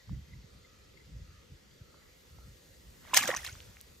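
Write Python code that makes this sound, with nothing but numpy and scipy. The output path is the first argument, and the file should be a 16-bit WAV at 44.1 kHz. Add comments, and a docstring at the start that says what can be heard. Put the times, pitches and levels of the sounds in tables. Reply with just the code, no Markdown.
"""Quiet open-air hiss and far-off birds come first, at a muddy bank, on a handheld camera's stereo mic.
Air buffets the mic in soft rumbles, the odd drop ticks, and the hand holding the camera bumps it.
About three seconds in, close up, a hand snatches into the shallows: fingers and palm slap the surface,
trapped air rings as bubbles, spray falls back and a few drips follow."""
import sys
import numpy as np
from scipy import signal
from scipy.fft import rfft, irfft
from scipy.io import wavfile
from scipy.ndimage import uniform_filter1d

SR = 44100
rng = np.random.default_rng(int(sys.argv[2]) if len(sys.argv) > 2 else 0)


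def store_pcm(level_fs):
    """Save levels as 16-bit WAV."""
    pcm = np.round(np.clip(level_fs, -1, 1) * 32767).astype(np.int16)
    wavfile.write(sys.argv[1], SR, np.atleast_2d(pcm).T)


N = 176400
TIME, FREQS = np.arange(N) / SR, np.fft.rfftfreq(N, 1 / SR)


def amp(db):
    """Decibels to gain."""
    return 10 ** (np.asarray(db) / 20)


def unit(x):
    """Scales to rms 1."""
    return x / np.sqrt(np.mean(x ** 2) + 1e-20)


def noise():
    """Two unrelated white noises."""
    return rng.standard_normal((2, N))


def curve(points):
    """Spreads (frequency, value) points over the spectrum."""
    hz, value = np.transpose(points)
    return np.interp(np.log(FREQS + 1), np.log(hz + 1), value)


def add(mix, s, sound):
    """Mixes a sound in at time s."""
    part = mix[max(round(s * SR), 0):][:len(sound)]
    part += sound[:len(part)]


def steady(x, span_s):
    """Holds a texture's running level near 1, keeping its fine grain."""
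    power = uniform_filter1d((x ** 2).mean(0), max(int(span_s * SR), 2))
    return x / np.sqrt(abs(power) + power.mean() / 100)


# phase between the mic's two ports: (frequency [Hz], left lead [rad])
PORT_PHASE = [(150, 0), (400, -.3), (750, -.6), (1200, .1), (2800, .3), (3600, .8), (5200, 0), (6500, .9),
              (8500, 2.65), (9700, 3.1), (11000, 3.2), (11600, 3.5), (13000, 5.1), (14300, 6.2)]
def mic_ports(left, right, balance_db=0):
    """Two spectra become two channels, with the ports' phase and level difference."""
    tilt = amp(balance_db / 2) * np.exp(.5j * curve(PORT_PHASE))
    return irfft(np.array([left * tilt, right / tilt]), N)


def texture(pair, colour, likeness, balance_db=0):
    """Colours two unrelated signals and blends them into a stereo sound of rms 1."""
    a, b = rfft(pair) * amp(curve(colour))
    same = np.clip(curve(likeness), -1, 1)
    common, apart = a * np.sqrt(1 + same), b * np.sqrt(1 - same)
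    return unit(mic_ports(common + apart, common - apart, balance_db))


# spectrum of the open air: (frequency [Hz], level [dB])
HISS_COLOUR = [(30, 22), (150, 12.5), (300, 8), (520, 10.5), (680, -2), (1100, -1), (1600, -0.5), (2000, 4),
               (2350, -1.5), (4000, 0.5), (4600, 1), (5200, -3), (7500, -4), (10000, -10.5), (13000, -9),
               (15200, -37)]
# its slow swell: (time [s], level [dB])
HISS_LEVEL = [(0, -59), (1.7, -59.5), (2.8, -59), (3.3, -55.5), (4, -59.5)]
# how alike the air is at the two ports: (frequency [Hz], likeness [0-1])
AIR_LIKENESS = [(60, 0.8), (250, 0.55), (600, 0.028), (1800, 0.15), (2500, 0.2), (4500, 0.32), (6000, .77),
                (8000, 1), (9500, 1), (11000, 1), (12600, 0.8), (14300, 0.84)]
def hiss(patchy_db=1.75):
    """Quiet outdoor air all around the mic, drifting a little in patches."""
    air = texture(noise(), HISS_COLOUR, AIR_LIKENESS)
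    spectra = signal.stft(air, nperseg=1024)[2]
    patches = uniform_filter1d(rng.standard_normal(spectra.shape[1:]), size=8, axis=0)
    patches = unit(uniform_filter1d(patches, size=9, axis=1))
    drifting = signal.istft(spectra * amp(patchy_db * patches), nperseg=1024)[1][:, :N]
    return amp(np.interp(TIME, *np.transpose(HISS_LEVEL))) * drifting


# far-off calls: (time [s], half length [s], pitch [Hz], half bandwidth [Hz], level [dB])
BIRD_CALLS = [(.005, 0.013, 1930, 70, -65), (0.142, 0.0055, 2040, 70, -63.5),
              (0.337, 0.0033, 2050, 90, -57), (0.651, 0.005, 2080, 70, -60.5),
              (0.976, .004, 2090, 90, -53.5), (1.008, 0.0089, 2020, 60, -64), (0.748, 0.19, 1284, 89, -74),
              (1.35, .08, 1287, 112, -70), (1.937, 0.096, 1315, 108, -71), (2.416, 0.072, 1310, 110, -70)]
def birds():
    """Short peeps and longer calls, blurred by distance into narrow bands of noise."""
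    out = np.zeros((2, N))
    for s, half, hz, width, db in BIRD_CALLS:
        mid, side = rfft(noise()) / (1 + ((FREQS - hz) / width) ** 4)
        band = irfft(np.array([mid + .5 * side, mid - .5 * side]), N)
        out += amp(db) * np.exp(-((TIME - s) / half) ** 2 / 2) * steady(band, 0.017)
    return out


# drops and wet ticks near the mic: (time [s], pitch [Hz], level [dB])
DRIPS = [(0.094, 1000, -47), (1.943, 1120, -50.5), (2.386, 790, -51.5), (2.903, 9000, -42),
         (3.051, 1090, -48), (3.192, 6600, -21), (3.2308, 6350, -19.5), (3.2557, 5750, -22.5),
         (3.284, 7140, -24), (3.349, 6070, -23), (3.3695, 6760, -21), (3.4473, 3020, -33),
         (3.4764, 2900, -32), (3.495, 4200, -34), (3.5531, 1350, -44), (3.604, 3060, -35),
         (3.7693, 2110, -42), (3.8065, 4130, -40), (3.8127, 10000, -29.5)]
def drips(rise_cycles=.8):
    """Each drop lands with a tick of one or two soft-edged cycles."""
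    out = np.zeros(N)
    for s, hz, db in DRIPS:
        turns = TIME[:1024] * hz
        tick = np.sin(2 * np.pi * turns) * turns ** 2 * np.exp(-2 * turns / rise_cycles)
        add(out, s, amp(db) * tick / abs(tick).max())
    return out


# gusts right on the mic: (time [s], half width [s], level [dB])
GUSTS = [(0.123, 0.026, -39), (.168, 0.043, -44.5), (0.348, 0.05, -48.5), (0.447, 0.0085, -48),
         (.558, 0.037, -55), (1.16, 0.069, -48), (1.32, 0.055, -54.5), (1.527, 0.018, -48.5),
         (2.361, 0.046, -53.5), (2.47, 0.05, -51), (2.71, 0.014, -57.5), (2.87, 0.061, -54),
         (3.2, 0.018, -57), (3.39, 0.034, -53), (3.59, 0.055, -55.5), (3.688, 0.02, -52.5),
         (3.763, 0.028, -59.5), (3.88, .034, -59.5)]
# their rumble: (frequency [Hz], level [dB])
RUMBLE_COLOUR = [(18, -17), (35, -4.5), (58, 9.5), (85, 2), (130, -4), (200, -13), (300, -25.5), (500, -59),
                 (1200, -87)]
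# their flutter: (frequency [Hz], level [dB])
FLUTTER_COLOUR = [(60, -43), (125, 1.5), (190, -9), (300, -30), (500, -44), (1200, -67)]
# how alike low sounds are at the two ports: (frequency [Hz], likeness [0-1])
LOW_LIKENESS = [(30, .975), (300, .88)]
def buffets(breeze_db=-86, flutter_db=-37, flutter_growth=1.84):
    """Low lumps of moving air hit the mic; the stronger ones flutter higher up."""
    gust_power = sum(amp(db) ** 2 * np.exp(-((TIME - s) / width) ** 2) for s, width, db in GUSTS)
    level = np.sqrt(amp(breeze_db) ** 2 + gust_power)
    rumble = steady(texture(noise(), RUMBLE_COLOUR, LOW_LIKENESS), 0.11)
    flutter = steady(texture(noise(), FLUTTER_COLOUR, LOW_LIKENESS), 0.11)
    return level * rumble + amp(flutter_db) * (level / level.max()) ** flutter_growth * flutter


# handling noise on the camera body: (time [s], pitch [Hz], level [dB])
BUMPS = [(1.167, 85, -41), (1.218, 76.5, -35.5), (1.817, 104, -40), (3.48, 90, -47), (3.528, 86.5, -39.5)]
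def bumps(half_cycles=0.56):
    """Soft knocks from the hand holding the camera, each a low swing or two."""
    return sum(amp(db) * np.sin(2 * np.pi * hz * (s - TIME))
               * np.exp(-((TIME - s) * hz / half_cycles) ** 2) for s, hz, db in BUMPS)


def bubble(hz, decay_s, onset_cycles=0.22):
    """A pocket of air rings, rising in pitch as it nears the surface; peak 1."""
    glide = 0.019  # fractional pitch rise per decay time
    t = np.arange(int(7 * decay_s * SR) + 8) / SR
    tone = np.sin(2 * np.pi * hz * t * (1 + glide * t / decay_s / 2))
    ring = tone * np.exp(-t / decay_s) * (1 - np.exp(-t * hz / onset_cycles))
    return ring / abs(ring).max()


def swarm(per_s, spread_db, low_hz, high_hz, cycles, pitches=28):
    """Two random streams of small bubbles, starting with the splash's first surge."""
    born = (rng.random((2, N)) < per_s / SR) & (TIME > SURGES[0][0])
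    strength = np.minimum(rng.exponential(1, (2, N)), 3.5)
    kind = rng.integers(0, pitches, (2, N))
    rings = [bubble(hz, cycles / hz) for hz in np.geomspace(low_hz, high_hz, pitches)]
    out = np.zeros((2, N))
    for side, at in zip(*np.nonzero(born)):
        ring = rings[kind[side, at]]
        add(out[side], at / SR, ring * amp(spread_db * strength[side, at]) / len(ring))
    return out


# swell of the high fizz: (time [s], level [dB])
FIZZ_LEVEL = [(1.7, -77), (2.2, -68), (2.9, -65.5), (3.2, -60), (3.55, -63.5), (3.75, -65.5), (4, -65.5)]
# its spectrum: (frequency [Hz], level [dB])
FIZZ_COLOUR = [(2000, -17), (5000, -3.5), (8000, 5), (13000, 2.5), (15500, -12.5)]
def fizz():
    """A fine high hiss creeps up as the hand nears; from the splash on, tiny bubbles prickle in it."""
    prickle = 0.17 * steady(swarm(per_s=800, spread_db=2, low_hz=4000, high_hz=15000, cycles=3), .1)
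    level = amp(np.interp(TIME, *np.transpose(FIZZ_LEVEL)))
    return level * texture(prickle + noise(), FIZZ_COLOUR, AIR_LIKENESS)


# where the water sits in the stereo image: (frequency [Hz], left minus right [dB])
WATER_BALANCE = [(100, 0), (400, 0), (650, -4), (1100, -6), (2000, -2), (3300, -1.2), (6000, .3), (9000, 0)]
# how alike it is at the two ports: (frequency [Hz], likeness [0-1])
WATER_LIKENESS = [(300, 0.42), (2000, 0.94), (3300, 0.26), (4700, 0.19), (5600, 0.63), (8000, 0.58),
                  (9700, 0.98), (11200, 1), (12600, 0.31), (14300, .97)]
def close_water(pair, colour, span_s):
    """An even texture placed at the splash, close to the mic and a little to the right."""
    return steady(texture(pair, colour, WATER_LIKENESS, curve(WATER_BALANCE)), span_s)


# water thrown up and falling back: (time [s], rise [s], decay [s], droplets [dB], churn [dB])
SURGES = [(3.01, 0.1, .3, -62, -53), (3.132, 0.023, 0.057, -28.5, -38.5), (3.162, .004, 0.018, -20, -36),
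          (3.221, 0.006, 0.03, -35, -35.5), (3.273, 0.00095, 0.01, -31.5, -36),
          (3.278, .008, 0.051, -39.5, -34.5), (3.36, 0.01, 0.008, -35.5, -40.5),
          (3.385, 0.0031, 0.17, -49, -73), (3.441, 0.0081, 0.0064, -37, -45.5),
          (3.465, 0.0026, .017, -41, -48)]
# spectrum of the droplets: (frequency [Hz], level [dB])
DROPLET_COLOUR = [(300, -37), (1500, -2), (3000, 1.5), (4400, -4), (5600, 2), (8500, -2.5), (10500, 7),
                  (13500, 2), (15500, -14)]
# spectrum of the churn: (frequency [Hz], level [dB])
CHURN_COLOUR = [(100, -31), (250, -2), (430, -7), (700, -2), (1100, -2), (1900, 2.5), (2700, -6),
                (4000, -5.5), (9000, -54)]
def spray():
    """Each surge throws fine droplets and churns larger bubbles under them."""
    s, rise, decay, droplets_db, churn_db = np.transpose(SURGES)[:, :, None]
    shape = np.clip((TIME - s) / rise, 0, 1) * np.exp(-np.maximum(TIME - s - rise, 0) / decay)
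    mist = .5 * noise()
    droplets = swarm(per_s=2600, spread_db=3.5, low_hz=2004, high_hz=9120, cycles=7.2)
    churn = swarm(per_s=650, spread_db=3, low_hz=500, high_hz=3680, cycles=3.9)
    droplets = close_water(steady(droplets, 0.061) + mist, DROPLET_COLOUR, 0.0092)
    churn = close_water(steady(churn, 0.032) + mist[::-1], CHURN_COLOUR, 0.0092)
    droplet_level = np.linalg.norm(shape * amp(droplets_db), axis=0)  # surges add in power
    churn_level = np.linalg.norm(shape * amp(churn_db), axis=0)
    return droplet_level * droplets + churn_level * churn


# spectrum of water shoved aside: (frequency [Hz], level [dB])
SLOSH_COLOUR = [(40, -16), (120, -0.5), (220, -3), (400, -9), (900, -38)]
def slosh(peak_s=3.25, width_s=0.079, db=-51.5):
    """The dull push of water displaced by the fist."""
    level = amp(db) * np.exp(-((TIME - peak_s) / width_s) ** 2 / 2)
    return level * steady(texture(noise(), SLOSH_COLOUR, LOW_LIKENESS), 0.035)


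# single bubbles, close up: (time [s], pitch [Hz], level [dB], decay [s])
BUBBLES = [(3.1343, 997, -22.5, 0.0078), (3.1394, 2740, -19, 0.0018), (3.145, 7960, -12.5, 0.0011),
           (3.1438, 3500, -20, 0.0013), (3.1473, 1710, -25.5, 0.0034), (3.168, 768, -27, 0.0091),
           (3.1687, 1930, -20, 0.0015), (3.1725, 1877, -18.5, 0.0044), (3.185, 1653, -28.5, 0.014),
           (3.1893, 1220, -26.5, 0.0025), (3.2096, 2450, -24.5, .0024), (3.2371, 1790, -24, 0.0022),
           (3.2566, 1590, -30.5, 0.0049), (3.274, 3210, -31, .003), (3.3038, 1810, -21.5, 0.0029),
           (3.315, 1926, -26.5, 0.0034), (3.3414, 1830, -24.5, 0.0027), (3.3488, 1070, -27.5, .0016),
           (3.3635, 5970, -26, .0025), (3.369, 6430, -27.5, 0.0011), (3.393, 2020, -43, .006),
           (3.432, 1880, -43, .004), (3.448, 1790, -34.5, 0.0018), (3.455, 2680, -38.5, 0.0032),
           (3.4643, 4100, -26, 0.00084), (3.474, 1840, -38, 0.0023), (3.4873, 1440, -40.5, 0.0052),
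           (3.495, 2130, -42.5, 0.0052), (3.527, 6420, -40, 0.002)]
def bubbles():
    """Air trapped by the hand rings, one pocket at a time."""
    out = np.zeros(N)
    for s, hz, db, decay in BUBBLES:
        add(out, s, amp(db) * bubble(hz, decay))
    return out


# fingers, then palm and fist, hit the water close to the mic: (time [s], length [s], level [dB])
SLAPS = [(3.1391, 0.0028, -29.5), (3.1437, 0.0012, -20), (3.1671, 0.0032, -23), (3.172, 0.0034, -13.5),
         (3.1765, 0.0021, -18.5), (3.1896, 0.0018, -27), (3.2765, .004, -30)]
# spectrum of a slap: (frequency [Hz], level [dB])
SLAP_COLOUR = [(100, -33), (450, -43), (780, -2), (1400, -9), (1900, -1), (3000, -3), (4200, -9),
               (5500, 0.5), (7000, -1), (9000, -4), (13500, -7), (15500, -20)]
def slaps(rise_s=0.00067, release_s=0.0011):
    """Short bright bursts as the hand breaks the surface."""
    level = np.zeros(N)
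    for s, length, db in SLAPS:
        attack = np.clip((TIME - s) / rise_s, 0, 1)
        level += amp(db) * attack * np.exp(-np.maximum(TIME - s - length, 0) / release_s)
    return level * close_water(noise(), SLAP_COLOUR, 0.013)


# air cavities behind the hand: (time [s], length [s], start pitch [Hz], end pitch [Hz], level [dB])
GLUGS = [(3.22, 0.033, 1102, 1335, -36), (3.248, 0.0184, 200, 171, -39.5), (3.283, 0.037, 345, 372, -42),
         (3.2902, 0.016, 590, 414, -24), (3.328, 0.019, 950, 1320, -35.5), (3.329, 0.024, 706, 880, -36.5)]
def glugs():
    """Each closing cavity swells into a tone that slides as its shape changes."""
    out = np.zeros(N)
    for s, length, start_hz, end_hz, db in GLUGS:
        progress = np.linspace(0, 1, int(length * SR))
        hz = start_hz * (end_hz / start_hz) ** progress
        swell = np.sin(np.pi * progress ** 0.43) ** 2  # rises faster than it fades
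        add(out, s, amp(db) * swell * np.sin(2 * np.pi * np.cumsum(hz) / SR))
    return out


def bank_echoes(water, db=-17, decay_s=0.011, top_hz=7500, size=4096):
    """A brief scatter of weak echoes off the nearby mud and arm, which soak up the treble."""
    taps = rng.standard_normal((2, size)) * (rng.random((2, size)) < .05)
    taps *= np.exp(-TIME[:size] / decay_s)
    taps /= np.linalg.norm(taps, axis=1, keepdims=True)
    echoes = signal.oaconvolve(water, taps, axes=1)[:, :N]
    return amp(db) * irfft(rfft(echoes) / (1 + (FREQS / top_hz) ** 8), N)


def scene():
    """From the bank: the splash close by, wind and handling on the mic, air and birds beyond."""
    plops = rfft(drips() + bubbles() + glugs())
    water = slaps() + spray() + mic_ports(plops, plops, curve(WATER_BALANCE)) + slosh()
    return water + bank_echoes(water) + fizz() + buffets() + bumps() + hiss() + birds()


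def record(dry):
    """The camera's low cut and band limit."""
    low_cut_hz, top_hz = 43, 15700
    low_cut = signal.butter(4, low_cut_hz, btype="high", fs=SR, output="sos")
    band_limit = signal.firwin(511, top_hz, window=("kaiser", 9), fs=SR)
    return signal.oaconvolve(signal.sosfilt(low_cut, dry), band_limit[None], "same")


dry = scene()
out = record(dry)
store_pcm(out)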